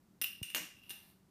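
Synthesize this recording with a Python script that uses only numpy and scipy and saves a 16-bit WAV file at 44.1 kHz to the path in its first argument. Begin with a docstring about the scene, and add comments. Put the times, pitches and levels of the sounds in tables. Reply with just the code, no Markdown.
"""In a quiet room, a bottle cap skitters across the tiled floor and a cat runs after it on soft paws.
The cap lands four times in quick clusters of touches, each a tick on the tile that sets the cap ringing.
It rocks on its rim in between, knocks against the wall's wooden trim and slides to rest with a hiss.
The walls ring after each clink; the microphone takes one soft bump over a faint low hum."""
import sys
import numpy as np
from scipy import signal
from scipy.fft import rfft, irfft
from scipy.io import wavfile

SR = 44100
rng = np.random.default_rng(int(sys.argv[2]) if len(sys.argv) > 2 else 0)


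def bounce(signal):
    """Save signal as a 16-bit WAV file at the path given by the first command-line argument."""
    frames = np.transpose(np.atleast_2d(signal))
    limited = np.clip(frames, -1, 1)
    pcm = np.round(limited * 32767).astype(np.int16)
    wavfile.write(sys.argv[1], SR, pcm)


N = 57330

# The cap's own tones. Each row: pitch in Hz, relative level in dB, ring time in seconds.
# A ring time (T60) is how long a sound takes to fade by 60 dB.
CAP_TONES = [(2784, 0, 0.021), (2966, -15.5, 0.038), (3450, 0, 0.0023), (4005, -7.5, 0.0033),
             (4991, -12, 0.022), (5855, -0.5, 0.0062), (8770, -0.5, 0.0061), (9110, -5, 0.014),
             (9770, -10.5, 0.013), (11070, 3, 0.0053), (12040, 0, 0.008), (13420, -1, 0.016),
             (13100, -31.5, 0.03), (14370, 2.5, 0.01)]
# Six pitches in Hz at which a touch says how hard it drives the cap's tones.
DRIVE_HZ = (2800, 3500, 5500, 9100, 9900, 13800)
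# The cap's landings. Each row: start in seconds, tick level in dB, then a drive in dB for each DRIVE_HZ.
TOUCHES = [ (.2152, -21.5, -43.5, -22.5, -29, -40, -32, -31.5), (.2188, -22, -44, -78, -66, -33, -21, -37),
           (.2224, -66, -30.5, -52, -55, -50, -38.5, -29.5),
           (.2380, -36.5, -40.5, -65, -76, -28.5, -45.5, -31), (.2430, -53.5, -24, -41, -60, -38, -56, -30),
           (.4292, -26.5, -48, -87, -64, -36, -49, -45), (.4313, -39, -34, -40.5, -44.5, -30, -47.5, -50.5),
           (.4362, -58, -74, -48, -58.5, -39, -62.5, -62), (.5020, -38, -42, -48, -53, -48, -54, -48),
           (.5480, -14, -25, -31, -45, -37.5, -34.5, -44), (.5526, -27, -65, -36, -79, -39, -33.5, -36),
           (.5640, -48, -83, -48.5, -68, -34, -48, -38), (.5700, -49, -75, -83, -29, -40, -58, -65),
           (.5778, -45, -64, -46, -50, -39, -54, -51), (.8360, -64, -55, -74, -74, -68, -70, -70),
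           (.8947, -43, -42, -52, -50, -44, -47, -44), (.9003, -53, -72, -80, -46.5, -34.5, -68, -47),
           (.9057, -41, -38, -28, -52, -48, -50, -47), (.9100, -48, -48, -67, -43.5, -46, -39, -44), ]
# The tick of rim on tile. Each row: frequency in Hz, boost or cut in dB.
TICK_SPECTRUM = [(80, -14), (250, -1), (550, -4), (850, -11.5), (1150, -6.5), (2000, 5.5), (3600, -0.5),
                 (4800, -1), (7000, 2), (11000, 3.5), (15000, -1)]
# The cap rocking. Each row: start and length in seconds, tick level in dB, drive in dB for the
# lowest tone, drive in dB for the tone near 9 kHz.
WOBBLES = [(0.437, 0.087, -66, -53.5, -87), (0.603, 0.062, -43, -52, -78), (0.752, 0.27, -83, -68, -93)]
# The hiss of the last slide. Each row: frequency in Hz, relative level in dB.
SLIDE_SPECTRUM = [(300, -23.5), (650, 3), (1400, -1.5), (2200, 1.5), (2800, -2), (4300, 1), (7000, -12),
                  (9000, -2), (12500, 4), (15000, -1)]
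# The cap hitting the wooden trim. Each row: start in seconds, level in dB.
KNOCKS = [(.548, -17), (0.5548, -22), (.563, -18), (.571, -29), (.581, -19), (.9057, -33)]
# The sound of that wood. Each row: frequency in Hz, boost or cut in dB.
WOOD_SPECTRUM = [(50, -38.5), (170, -7), (280, 9), (420, 3), (750, -2), (1200, -1), (1800, 5), (2500, 9),
                 (4500, -21.5), (6500, 1.5), (15000, -23)]
# The cat's steps. Each row: start in seconds, level in dB, pitch in Hz.
PAW_STEPS = [(0.605, -42, 177.5), (0.612, -45.5, 312), (.745, -58.5, 137), (0.906, -49, 167)]
# Places the cap reaches. Each row: start in seconds, boost or cut of the room's answer in dB.
PLACES = [(0, -4.7), (.41, -1.5), (.535, -1.56), (.74, 1.5), (0.878, -2.5)]
# How long the room rings. Each row: frequency in Hz, ring time in seconds.
ROOM_RING_TIMES = [(250, 0.21), (1000, 0.42), (2800, 0.42), (6000, 0.46), (10000, 0.32), (14000, 0.31)]
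# The noise of the still room. Each row: frequency in Hz, relative level in dB.
BACKGROUND_SPECTRUM = [(15, -57.5), (25, -22), (81, -11.5), (154, -10.5), (186, -5), (237, -10.5),
                       (383, -15.5), (438, -23), (1210, -27.5), (1390, -29.5), (1860, -32), (2500, -35.5),
                       (15000, -39)]


def cap(touches):
    """Each touch ticks on the tile and rings the cap's tones, slightly detuned by the way it sits."""
    hz, db, t60 = np.transpose(CAP_TONES)
    ringing, t = np.zeros(N), np.arange(SR // 10)[:, None] / SR
    decay = from_db(-60 * t / t60) * np.heaviside(t, .5)
    signs = (-1) ** np.arange(len(hz))
    for start, _, *drives in touches:
        scatter_db, detune = rng.standard_normal(size=(2, len(hz)))
        gains = signs * from_db(db + np.interp(hz, DRIVE_HZ, drives) + scatter_db)
        tones = decay * np.cos(2 * np.pi * hz * (1 + .005 * detune) * t)
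        add(ringing, start, tones @ gains)
    starts, tick_db = np.transpose(touches)[:2]
    return ringing + blows(starts, tick_db, t60=.002, spectrum=TICK_SPECTRUM)


def wobble():
    """Rocking on its rim, the cap gives the tile many tiny touches at random moments."""
    touches_per_s, other_db = 330, -79.5
    touches, t = [], np.arange(N) / SR
    for start, length, tick_db, lowest_db, ping_db in WOBBLES:
        touching = (rng.random(N) < touches_per_s / SR) & (t > start) & (t < start + length)
        drives = (lowest_db, other_db, other_db, ping_db, other_db, other_db)
        touches += [(when, tick_db, *drives) for when in t[touching]]
    return cap(touches)


def slide():
    """The cap slides flat, and the rubbing makes a fine hiss that swells in and dies as it stops."""
    start_s, stop_s, fade_s = .85, 1.137, .047
    t = np.arange(N) / SR
    swell = np.clip(np.minimum(t - start_s, stop_s - t) / fade_s, 0, 1)
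    grains = rng.standard_normal(N) ** 3  # cubing makes smooth noise spiky
    return from_db(-68.5) * swell * rms_one(colour(grains, SLIDE_SPECTRUM))


def trim_knocks():
    """The cap strikes the wall's wooden trim, which answers with short knocks."""
    starts, levels_db = np.transpose(KNOCKS)
    return blows(starts, levels_db, t60=.018, spectrum=WOOD_SPECTRUM)


def paws():
    """Each soft paw makes a dull thud on the floor: a low tone that starts gently and fades fast."""
    t60 = .058
    out, t = np.zeros(N), np.arange(SR // 4) / SR
    for start, db, hz in PAW_STEPS:
        onset = 1 - np.exp(-t * hz)
        add(out, start, from_db(db - 60 * t / t60) * onset * np.sin(2 * np.pi * hz * t))
    return out


def microphone_bump():
    """A bump on the microphone makes one soft thump whose pitch drops at once."""
    start_s, peak_s, fall_s = .4152, .0037, .00032
    start_hz, end_hz = 1124, 60
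    t = np.maximum(np.arange(N) / SR - start_s, 0)
    hz = end_hz + (start_hz - end_hz) / (1 + t / fall_s)
    pulse = t / peak_s * np.exp(1 - t / peak_s)
    return from_db(-38) * pulse * np.sin(2 * np.pi * np.cumsum(hz) / SR)


def room_response():
    """The walls answer a click with six sharp echoes and a dense tail whose bass and top die first."""
    first_echo_s, spread_s, build_s = .0015, .028, .0016
    size = 2 ** 15
    t, hz = np.arange(size) / SR, np.arange(size // 2 + 1) * SR / size
    noise_spectrum, tail = rfft(rng.standard_normal(size)), np.zeros(size)
    edges_hz = np.r_[0, np.geomspace(200, SR / 2, 12)]
    for low, high in zip(edges_hz, edges_hz[1:]):
        band = irfft(noise_spectrum * (hz >= low) * (hz < high))
        tail += band * from_db(-60 * t / at_hz(ROOM_RING_TIMES, (low + high) / 2))
    tail *= 1 - np.exp(-np.maximum(t - first_echo_s, 0) / build_s)
    delays_s = first_echo_s + spread_s * rng.random(6) ** 2
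    gains = from_db(-9.5) * rng.choice([-1, 1], size=6)
    echoes = np.bincount((delays_s * SR).astype(int), gains, size)  # one click for each echo
    return from_db(1.5) * tail / np.linalg.norm(tail) + echoes


def room(sound, responses):
    """The room answers differently from each place that the cap reaches."""
    starts, levels_db = np.transpose(PLACES)
    place = np.searchsorted(starts[1:], np.arange(N) / SR)
    out = np.zeros(N)
    for k, response in enumerate(responses):
        out += from_db(levels_db[k]) * signal.fftconvolve(sound * (place == k), response)[:N]
    return out


def background():
    """Low room noise, faint hiss and a hum whose loudness wavers."""
    noise_db, hum_db, hum_hz = -68.5, -74, 188
    t = np.arange(N) / SR
    waver = np.interp(t, np.linspace(0, N / SR, 24), rng.standard_normal(24))
    hum = np.sqrt(2) * (1 + .35 * waver) * np.sin(2 * np.pi * hum_hz * t)
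    noise = rms_one(colour(rng.standard_normal(N), BACKGROUND_SPECTRUM))
    return from_db(noise_db) * noise + from_db(hum_db) * hum


def blows(starts, levels_db, t60, spectrum):
    """Each blow is a click plus a brief crunch of noise, coloured by what is struck."""
    out, t = np.zeros(N), np.arange(SR // 50) / SR
    click = t == 0
    for start, gain in zip(starts, from_db(levels_db)):
        crunch = rng.standard_normal(len(t)) * from_db(-60 * t / t60)
        add(out, start, gain * (click + crunch / np.linalg.norm(crunch)))
    return colour(out, spectrum)


def colour(sound, spectrum):
    """Boost or cut each frequency, with no ringing ahead of a hit (a minimum-phase filter)."""
    size = 2 * N
    hz = np.maximum(np.arange(N + 1) * SR / size, 1)
    cepstrum = irfft(np.log(from_db(at_hz(spectrum, hz))))
    fold = np.r_[1, np.full(N - 1, 2), 1, np.zeros(N - 1)]  # moves all ringing to after the hit
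    response = np.exp(rfft(cepstrum * fold))
    return irfft(rfft(sound, size) * response)[:N]


def at_hz(table, hz):
    """Read between a table's rows, giving every octave the same width."""
    table_hz, values = np.transpose(table)
    return np.interp(np.log(hz), np.log(table_hz), values)


def from_db(db):
    """Turn decibels into a number to multiply by."""
    return 10 ** (np.asarray(db) / 20)


def rms_one(sound):
    """Scale a sound so that its average strength (rms) is one."""
    return sound / np.sqrt(np.mean(sound ** 2) + 1e-20)


def add(out, start_s, sound):
    """Mix a short sound in at the given time."""
    start = int(np.clip(start_s * SR, 0, N - 1))
    out[start:start + len(sound)] += sound[:N - start]


def scene():
    """The cap and the cat echo in the room; the bump and the background get no echo."""
    still_room = background()
    responses = [room_response() for _ in PLACES]
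    floor_sounds = trim_knocks() + paws() + slide() + cap(TOUCHES) + wobble()
    return (floor_sounds + room(floor_sounds, responses) + microphone_bump() + still_room)[None]


def record(dry):
    """The very highest treble is cut off steeply."""
    cutoff_hz = 15300
    return signal.sosfilt(signal.ellip(12, .1, 80, cutoff_hz, fs=SR, output="sos"), dry)


dry = scene()
out = record(dry)
bounce(out)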